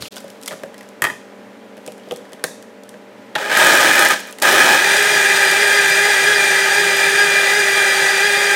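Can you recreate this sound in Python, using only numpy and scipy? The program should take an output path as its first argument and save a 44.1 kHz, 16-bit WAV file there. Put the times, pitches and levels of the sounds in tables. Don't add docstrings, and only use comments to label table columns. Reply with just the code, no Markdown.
import sys
import numpy as np
from scipy import signal
from scipy.fft import rfft, irfft
from scipy.io import wavfile
from scipy.ndimage import uniform_filter1d, map_coordinates

SR = 44100
rng = np.random.default_rng(int(sys.argv[2]) if len(sys.argv) > 2 else 0)


def undo_db(level):
    steps = np.asarray(level, float) / 20
    return 10 ** steps


def generate_wav(sig):
    pcm = np.round(np.clip(np.atleast_2d(sig).T, -1, 1) * 32767).astype(np.int16)
    wavfile.write(sys.argv[1], SR, pcm)


N = 377231

# mute_from_s, mute_to_s, fade_out_s, fade_in_s
SILENCE = (0.0854, 0.107, 0.006, 0.02)


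def unit(x):
    return x / np.sqrt(np.mean(x ** 2) + 1e-20)


def along(points, hz):
    f, v = np.transpose(points)
    return np.interp(np.log(hz + 1), np.log(f + 1), v)


def curves(rows):
    s, *cols = np.transpose(rows)
    t = np.arange(N) / SR
    gate = np.clip(np.minimum(t - s[0], s[-1] + .02 - t) / .012, 0, 1)
    return [np.interp(t, s, c) for c in cols] + [gate]


def until(s, over_s, db):
    return db * np.clip((s - np.arange(N) / SR) / over_s, 0, 1)


def wobble(rate, size=N):
    steps = np.arange(0, size + 64, 64)
    knots = rng.standard_normal(int(size * rate / SR) + 5)
    return np.interp(np.arange(size), steps, map_coordinates(knots, [steps * rate / SR]))


def coloured(x, gain):
    m = 16384
    log_gain = np.log(gain(np.fft.rfftfreq(m, 1 / SR)) + 1e-6)
    cep = irfft(log_gain, m)
    cep[1:m // 2] *= 2
    cep[m // 2 + 1:] = 0
    response = irfft(np.exp(rfft(cep)), m)[:m // 2]
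    return signal.oaconvolve(x, response)[:N]


def shaped(x, spectrum):
    return unit(coloured(x, lambda hz: undo_db(along(spectrum, hz))))


def ring(modes, t):
    out = 0
    for hz, db, t60 in modes:
        out = out + undo_db(db + rng.normal(0, 1.5) - 60 * t / t60) * np.sin(2 * np.pi * hz * t)
    return out


def burst(t, lo_hz, hi_hz, t60):
    band = signal.butter(2, [lo_hz, hi_hz], "band", fs=SR, output="sos")
    force = np.array([rng.standard_normal(len(t)) * undo_db(-60 * t / t60), t == 0])
    force[0, 0] = 6
    x, even = signal.sosfilt(band, force)
    even = even * np.linalg.norm(x) / np.linalg.norm(even)
    return np.array([x, even]) / np.abs(x).max()


def chips(per_s, spread_db):
    struck = rng.random(N) < per_s / SR
    return unit(struck * rng.standard_normal(N) * undo_db(spread_db * rng.exponential(size=N)))


def background():
    # pitch_hz, level_db
    hum_tones = [(199.2, -48.5), (226.1, -51.5), (274.5, -52), (398.4, -52), (452.2, -48.5), (500.6, -54),
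                 (549.1, -50), (597.5, -48.5), (694.4, -77), (818.3, -56), (990.5, -57.5)]
    # freq_hz, density_db
    air_colour = [(18, -89), (30, -66), (125, -7.5), (167, -37), (190, -4.5), (283, 0), (332, -6),
                  (455, -5.5), (732, -7.5), (792, -7.5), (1090, -12.5), (1840, -12.5), (4770, -26.5),
                  (15200, -39.5), (16500, -63)]
    t = np.arange(N) / SR
    hum = 0
    for hz, db in hum_tones:
        level = undo_db(db + 1.5 + wobble(7.8))
        hum = hum + level * np.sin(2 * np.pi * hz * t + wobble(6.8))
    return hum + undo_db(-43.5 + 0.44 * wobble(2.73)) * shaped(rng.standard_normal(N), air_colour)


def scrape():
    # time_s, level_db
    rubs = [
        [(0.0, -35.5), (0.085, -38.5)],
        [(0.11, -38), (0.17, -45), (0.238, -54), (0.402, -57), (0.46, -55), (0.532, -46), (0.67, -63),
         (0.866, -59), (1.0, -81)],
        [(1.75, -75), (1.87, -54), (2.0, -64), (2.12, -52), (2.22, -66), (2.33, -60), (2.42, -75), (2.5, -100)],
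    ]
    # freq_hz, density_db
    slide_colour = [(710, -23), (1200, -1), (1380, -2), (1720, -6), (3260, 8), (13800, -6), (16000, -12),
                    (16500, -29)]
    db, gate = curves(sum(rubs, []))
    grit = shaped(chips(per_s=4000, spread_db=1.0), slide_colour)
    return gate * undo_db(db + 0.98 * wobble(39)) * grit


def handling_thud():
    # level_db, from_hz, to_hz
    rumble = (-34, 69, 140)
    out, t = np.zeros((2, N)), np.arange(SR // 8) / SR
    db, lo_hz, hi_hz = rumble
    out[:, :len(t)] = undo_db(db) * burst(t, lo_hz, hi_hz, t60=0.79) * (t < SILENCE[0])
    return out


def taps():
    # start_s, peak_db, knock_db, tick_db, ring_hz
    ice_taps = [(0.023, -14, -28, -15, 4400), (0.055, -23, -27, -23, 2730), (0.16, -38.5, -14, 5, 3090),
                (0.1664, -22.5, -12, -9, 3220), (0.173, -27, -16, -7, 1490), (0.181, -26, -23, -11, 5000),
                (0.2044, -38, -7, -1, 2180), (0.2424, -39, 15, -5, 1870), (0.281, -36, -12, -6, 1800),
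                (0.302, -37, -7, 0, 3140), (0.4145, -42, -11, 4, 3790), (0.4274, -43, -7, 7, 5390),
                (0.434, -39, -10, 7, 5340), (0.46, -31, -12, 3, 5330), (0.466, -30, -25, -12, 5310),
                (0.471, -32, -25, -12, 5400), (0.4776, -18, -16, -5, 2160), (0.481, -17, -18, -4.5, 3470),
                (0.5089, -20.5, -2, -21, 1820), (0.515, -25, -3, -16, 1110), (0.5203, -23, -6, -18, 1790),
                (0.527, -22, -2, -16, 1300), (0.535, -28, -2, -14, 1800), (0.6345, -21, 3, -14, 1780),
                (0.658, -38, 8, -15, 900), (0.7432, -29.5, -23, -13, 1790), (0.7804, -30, -20, -10, 5230),
                (0.79, -37, -17, -10, 5300), (0.8088, -29, -13, -12, 1910), (0.8297, -42, -6, -2, 1790),
                (0.889, -47, -1, 6, 1590)]
    # start_s, peak_db, knock_db, tick_db, ring_hz
    lid_taps = [(1.7694, -33, -9, -13, 2790), (1.7787, -36, 8, -10, 1700), (1.8634, -34, 3, 1.5, 1650),
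                (1.8766, -25, 5, -8, 2680), (1.921, -40, -6, 3, 2370), (1.98, -35, -13, -10, 1610),
                (1.997, -36, -5, -20, 2800), (2.035, -36, -6, -21, 3500), (2.074, -43, 16, -22, 2500),
                (2.088, -46, -5, 0, 2000), (2.1105, -15.5, -2, -20, 3230), (2.1208, -33.5, 19, -3, 3000),
                (2.1386, -42, -3, 0, 1780), (2.161, -36, -7, 1.5, 1960), (2.1714, -40, -2, 1, 1980),
                (2.2533, -33, -10, -19, 1750), (2.294, -52, -9, 2, 2000), (2.321, -31.5, 1, -14, 1800),
                (2.3322, -29.5, 3, -6, 3250), (2.395, -32, -15, -21, 1660), (2.4399, -4.5, -8, -10.5, 1770),
                (2.4407, -12, -14, -22, 3740), (2.6256, -36, -4, -4.5, 1840), (2.8354, -42.5, 5, 1, 3500),
                (2.8918, -38, -15, 2, 3500), (2.9412, -32, 5, -23, 1740)]
    # start_s, peak_db, knock_db, tick_db, ring_hz
    jolts = [(3.353, -7, -12, -22, 3300), (3.355, -4, -12, -27, 1670), (3.361, -6, -9, -26, 1690),
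             (3.497, -11, -15, -22, 2400), (3.5149, -3, -17, -31, 1680), (3.5725, -4, -23, -12, 1590),
             (3.992, -7.5, -10, -4, 1680), (4.107, -13, -18, -10, 1700), (4.139, -10, -15, -19, 1760),
             (4.16, -15, -22, -19, 1740), (4.195, -20, -18, -12, 1780), (4.252, -25, -20, -21, 1730),
             (4.285, -27, -16, -15, 1750), (4.326, -28.5, -19, -2, 2970), (4.3858, -25.5, -11, -9, 1970),
             (4.4, -36, -9, 1, 1910), (4.4228, -13, 1.5, 3, 1740)]
    hollow_hz = (565, 497, 832)
    # pitch_hz, level_db, t60_s
    jar_modes = [(168, -19.5, 0.13), (413, -4, 0.038), (615, -4, 0.068), (764, -11.5, 0.056),
                 (1240, -13, 0.023)]
    out, t = np.zeros((2, N + SR)), np.arange(SR // 8) / SR
    onset = 1 - np.exp(-t / 0.002)
    for rows, knock_hz in zip((ice_taps, lid_taps, jolts), hollow_hz):
        for s, db, knock_db, tick_db, hz in rows:
            crack = 0.71 * burst(t, 480, 3250, t60=0.032)
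            plastic = 0.52 * burst(t, 0.89 * hz, 1.085 * hz, t60=0.036)
            knock = undo_db(knock_db) * ring(jar_modes + [(knock_hz, -1, .065)], t) * onset
            tick = undo_db(tick_db + 13.5) * burst(t, 2940, 11300, t60=0.017)
            out[:, round(s * SR):][:, :len(t)] += undo_db(db) * (crack + plastic + knock + tick)
    return out[:, :N]


def bowl():
    # start_s, peak_db, tick_db
    clacks = [
        (1.0206, 3, -10.5),
        (1.0404, 2.5, -12.5),
        (1.0497, 2, -21),
        (1.0608, -12, -24),
        (1.0687, -9, -24),
        (1.086, -19, -22),
        (1.1, -9.5, -22),
        (1.104, -19, -22),
        (1.113, -24, -24),
    ]
    # pitch_hz, level_db, t60_s
    bowl_modes = [(150, -25, .1), (370, -19, .05), (700, -21, .035), (1000, -8, .03), (1230, -10, .035),
                  (1500, -14, .03), (1770, -3, .017), (1870, 1.5, .026), (2500, -9, .02), (3150, -11, .016),
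                  (4700, -18, .01), (7300, -18, .008)]
    out, t = np.zeros((2, N + SR)), np.arange(SR // 8) / SR
    onset = 1 - np.exp(-t / 0.00078)
    for s, db, tick_db in clacks:
        clack = undo_db(-6.0) * ring(bowl_modes, t) * onset
        rattle = 0.17 * burst(t, 550, 2400, t60=0.093)
        tick = undo_db(tick_db + 5) * burst(t, 5800, 13000, t60=0.023)
        out[:, round(s * SR):][:, :len(t)] += undo_db(db) * (clack + rattle + tick)
    return out[:, :N]


def kitchen(x, size):
    # freq_hz, t60_s
    tile_decay = [(200, 0.47), (1500, 0.27), (6000, 0.56), (14000, 0.26)]
    out = np.zeros(N + SR)
    for start in range(0, np.flatnonzero(x).max(), size):
        hz, t, z = signal.stft(rng.standard_normal(SR // 2), SR, nperseg=256)
        decay = undo_db(-60 * t / along(tile_decay, hz)[:, None])
        tail = signal.istft(z * decay, SR, nperseg=256)[1]
        wet = signal.fftconvolve(x[start:start + size], tail / np.linalg.norm(tail))
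        out[start + 260:][:len(wet)] += wet
    return out[:N]


def housing(hz, blur=1):
    # pitch_hz, width_hz, level_db
    resonances = [(1246, 11.3, -4), (1340, 18, -8.5), (1680, 59, -2), (1948, 41, -2.5), (2054, 20, -5),
                  (2388, 28.5, 0.5), (3286, 68, -10.5), (3600, 60, -10), (4005, 72, -13.5),
                  (4672, 16, -10.5), (4913, 41, -15), (6020, 47, -33)]
    # freq_hz, density_db
    shell_colour = [(530, -62), (900, -4.5), (1110, -36), (1220, -17), (1670, 15.5), (2180, -4.5),
                    (2440, 4), (2770, -0.5), (7000, -15), (9100, -92), (15400, -120)]
    peaks = 0
    for centre, width, db in resonances:
        detuning = 2 * (hz - centre) / (blur * width)
        peaks = peaks + undo_db(2 * db) / blur / (1 + detuning ** 2) ** 1.9
    return np.sqrt(peaks + undo_db(2 * (along(shell_colour, hz) - 18.5)))


def blender():
    # time_s, roar_db
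    pulse = [
        (3.37, -23.5),
        (3.49, -23.5),
        (3.52, -15),
        (3.57, -13),
        (3.6, -9),
        (4.06, -10.5),
        (4.13, -27.5),
        (4.2, -36),
        (4.27, -40),
        (4.404, -47.5),
    ]
    # time_s, roar_db
    grind = [
        (4.417, -42),
        (4.418, -15.5),
        (4.46, -9.5),
        (4.734, -9.5),
        (4.782, -14),
        (4.9, -11.5),
        (5.05, -12),
        (6.55, -13.5),
        (8.55, -14),
    ]
    # time_s, whole_cubes_share
    cubes_left = [
        (3.36, 1),
        (3.5, 1),
        (3.56, 0.84),
        (4.72, 0.92),
        (4.85, 0.15),
        (5.5, 0.06),
        (8.55, 0.01),
    ]
    # freq_hz, density_db
    packed_colour = [(530, -42.5), (900, -15), (1110, -16.5), (1160, -26), (1230, -1.5), (1390, -11.5),
                     (1670, 1), (2110, -14), (2460, -6.5), (2770, -22.5), (2920, -12.5), (3320, -13.5),
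                     (4480, -20), (4880, -25), (7000, -26), (9100, -29), (15400, -120)]
    # freq_hz, density_db
    crunch_colour = [(18, -45), (30, -106), (70, -33.5), (223, -13), (251, -15), (310, -6.5), (401, -5),
                     (466, -10.5), (542, -2), (630, -2), (732, -8), (814, -3.5), (1100, -14.5), (1430, -44),
                     (2420, -120)]
    # freq_hz, density_db
    slush_colour = [(250, -73), (380, -5.5), (460, -10.5), (615, -2), (708, -11.5), (813, 1), (1100, -19.5),
                    (1430, -55), (2420, -120)]
    # freq_hz, density_db
    spray_colour = [(2650, -36), (4500, -17), (4880, 5), (8780, 2), (11400, -2.5), (15100, -2), (15900, -3),
                    (16500, -54)]
    # freq_hz, density_db
    hiss_colour = [(2650, -30), (4500, -4.5), (4830, -3), (5300, -10.5), (5810, 2), (6340, -1.5), (6880, 2),
                   (7580, -4.5), (8500, 2.5), (11200, -11), (14000, -12), (15900, -17), (16500, -50)]
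    # freq_hz, density_db
    churn_colour = [(30, -67), (60, -30), (120, -4), (180, 4.5), (250, -22.5), (340, 4), (430, 0.5),
                    (600, -42)]
    # in_slush_db, among_cubes_db
    crunch_range = (-10.5, -6.5)
    # in_slush_db, among_cubes_db
    hiss_range = (-10, -12)
    # until_s, over_s, extra_crunch_db
    idle_rattle = (3.5, 0.094, 3.9)
    # until_s, over_s, hiss_db
    unbroken = (3.6, 0.048, -3)
    # from_s, to_s
    power_off = (4.06, 4.41)

    roar_db, gate = curves(pulse + grind)
    load = np.clip(curves(cubes_left)[0], 0, 1)
    crunch_db = np.interp(load, (0, 1), crunch_range) + until(*idle_rattle)
    hiss_db = np.interp(load, (0, 1), hiss_range) + until(*unbroken)
    lurch = wobble(25)
    coasting = until(power_off[1], .02, 0.93) - until(power_off[0] + 0.048, 0.03, 1)
    roar_db = roar_db + 5 * wobble(30.2) * coasting
    mains = 1 + 0.054 * np.sin(2 * np.pi * 100 * np.arange(N) / SR)
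    ice = chips(per_s=900, spread_db=0.5)

    def drive(share):
        return share * ice + rng.standard_normal(N)

    def blend(cubes, slush):
        return np.sqrt(load) * cubes + np.sqrt(1 - load) * slush

    slush_roar = unit(coloured(drive(0.19), lambda hz: housing(hz, blur=4)))
    roar = undo_db(-2.0 + 0.23 * lurch) * mains * blend(shaped(drive(0.91), packed_colour), slush_roar)
    crunch = blend(shaped(drive(0.48), crunch_colour), shaped(drive(0.54), slush_colour))
    crunch = undo_db(crunch_db - 2.5 + 0.95 * lurch) * crunch
    hiss = blend(shaped(drive(0.83), spray_colour), shaped(drive(0.39), hiss_colour))
    hiss = undo_db(hiss_db - 2.0 + 0.32 * lurch) * hiss
    churn = undo_db(-27.5 + 2.1 * wobble(12)) * np.sqrt(1 - load) * shaped(drive(0.53), churn_colour)
    return gate * undo_db(roar_db) * (roar + crunch + hiss + churn)


def whine(rows, second_db, upper_db, extra=0, count=None):
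    multiples = (3, 3.5, 4, 5, 6, 7, 8, 9, 10, 11.5, 12, 12.5)
    order_drive = (-2.5, -7, 7.5, 10, 8.5, 4, 8.5, 2, -2, 10.5, 15.5, 14)
    speed, db, gate = curves(rows)
    on, out = gate > 0, np.zeros(N)
    n = on.sum()
    db = (db + 0.1545 * extra)[on]
    speed = (speed + extra)[on]
    turn = 2 * np.pi * np.cumsum(speed * (1 + .0025 * wobble(30, n))) / SR
    grid = np.arange(0, 7000, 5.)
    gain = housing(np.maximum(grid, 1250), blur=1.9)

    def order(k, level):
        return undo_db(level + 2.6 * wobble(20, n)) * np.sin(k * turn + .25 * wobble(50, n))

    first = undo_db(1.14 * wobble(30, n)) * np.sin(turn)
    upper = 0
    for k, level in zip(multiples[:count], order_drive):
        upper = upper + np.interp(k * speed, grid, gain) * order(k, level)
    out[on] = undo_db(db) * (first + order(2, second_db) + undo_db(upper_db) * upper)
    return gate * out


def splinters():
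    # start_s, peak_db
    shards = [(3.5228, -27), (3.5368, -23), (3.5533, -18), (3.5747, -10), (3.5852, -6), (3.6474, -23),
              (3.6471, -11), (3.6695, -9), (3.6925, -14), (3.7344, -11), (3.7513, -11), (3.7743, -10),
              (3.8117, -11), (3.8356, -11), (3.8611, -12), (3.899, -14), (3.9314, -12), (3.9579, -10),
              (3.9933, -8), (4.0217, -10), (4.0292, -10), (4.0496, -4), (4.0861, -7), (4.2028, -25),
              (4.2025, -21), (4.2721, -27), (4.31, -27), (4.3854, -29), (4.4223, -8)]
    # start_s, peak_db
    strays = [(4.4238, -14), (4.4318, -13), (4.5251, -7), (4.5476, -16), (4.6528, -18), (4.8244, -20),
              (5.027, -12), (5.1657, -21), (5.4201, -20), (5.5124, -14), (5.5468, -23), (5.6765, -20),
              (5.878, -17), (5.8985, -15), (5.9815, -23), (6.0217, -24), (6.1215, -22), (6.2412, -20),
              (6.2756, -22.5), (6.5475, -25), (6.7805, -22), (6.9676, -18), (7.4676, -26), (7.5991, -20),
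              (7.7184, -18), (7.7687, -17), (7.9084, -26), (8.0421, -25), (8.2869, -27)]
    out, t = np.zeros(N + SR), np.arange(SR // 40) / SR
    for rows, lo_hz in ((shards, 7000), (strays, 9500)):
        for s, db in rows:
            out[round(s * SR):][:len(t)] += undo_db(db + 0.5) * burst(t, lo_hz, 13100, t60=0.028)[0]
    return out[:N]


def racing():
    # start_s, racing_s, gain_turns_per_s, drag_s
    pockets = [(4.784, 0.081, 9.1, 0.26), (4.93, 0.056, 27.5, 0.066), (5.031, 0.049, 21.7, 0.26),
               (5.545, 0.084, 26.1, 0.073), (5.7, 0.051, 16.5, 0.14), (5.941, 0.159, 27.8, 0.02),
               (6.21, 0.094, 33.6, 0.105), (6.46, 0.021, 5.7, 0.02), (6.548, 0.105, 6.9, 0.037),
               (6.722, 0.066, 24.8, 0.12), (6.928, 0.123, 7.0, 0.066), (7.102, 0.108, 22.9, 0.156),
               (7.36, 0.024, 6.9, 0.269), (7.498, 0.083, 24.7, 0.046), (7.641, 0.2, 11.3, 0.066),
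               (7.953, 0.098, 5.9, 0.026), (8.079, 0.052, 8.8, 0.02), (8.186, 0.067, 24.9, 0.123),
               (8.332, 0.051, 11.6, 0.076), (8.417, 0.05, 10.3, 0.328)]
    s = np.arange(0, N + 64, 64) / SR
    start, rise, gain, drag = np.transpose(pockets)[..., None]
    climb = np.clip((s - start) / rise, 0, 1)
    fall = np.exp(-np.maximum(s - start - rise, 0) / drag)
    extra = (gain * climb * fall).sum(0)
    return np.interp(np.arange(N) / SR, s, uniform_filter1d(extra, size=21))


def scene():
    # time_s, turns_per_s, whine_db
    spin_up = [
        (3.39, 370, -39),
        (3.42, 398, -33),
        (3.45, 414, -30),
        (3.48, 421, -30),
        (3.51, 426, -33),
    ]
    # time_s, turns_per_s, whine_db
    run = [
        (4.73, 250, -33),
        (4.8, 345, -27),
        (4.85, 387, -29),
        (5.5, 387, -26),
        (8.55, 387, -25),
    ]
    # second_order_db, upper_orders_db
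    spin_levels = (0, -6)
    # second_order_db, upper_orders_db
    run_levels = (-9, -0.5)
    contacts, blows = handling_thud() + taps() + bowl()
    motor = blender() + splinters()
    shaft = whine(spin_up, *spin_levels, count=4) + whine(run, *run_levels, extra=racing())
    room = undo_db(-9.0) * kitchen(blows, size=SR // 3)
    room = room + kitchen(undo_db(-10.0) * motor + undo_db(-16.0) * shaft, size=N)
    mono = contacts + motor + shaft + room + scrape() + background()
    return np.array([mono, mono])


def top_cut(x):
    return signal.sosfilt(signal.butter(12, 16880, fs=SR, output="sos"), x)


def record(dry):
    t = np.arange(N) / SR
    start, end, fade_out, fade_in = SILENCE
    mute = np.clip(np.maximum((start - t) / fade_out, (t - end) / fade_in), 0, 1)
    thin = signal.sosfilt(signal.butter(3, 75, "high", fs=SR, output="sos"), dry[0])
    limited = thin / (1 + np.abs(thin / .84) ** 6) ** (1 / 6)
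    narrow = signal.sosfilt(signal.ellip(10, .3, 55, 15850, fs=SR, output="sos"), limited)
    narrow = signal.sosfilt(signal.butter(2, 70, "high", fs=SR, output="sos"), narrow)
    return top_cut(np.array([narrow, narrow]) * mute)


dry = scene()
out = record(dry)
generate_wav(out)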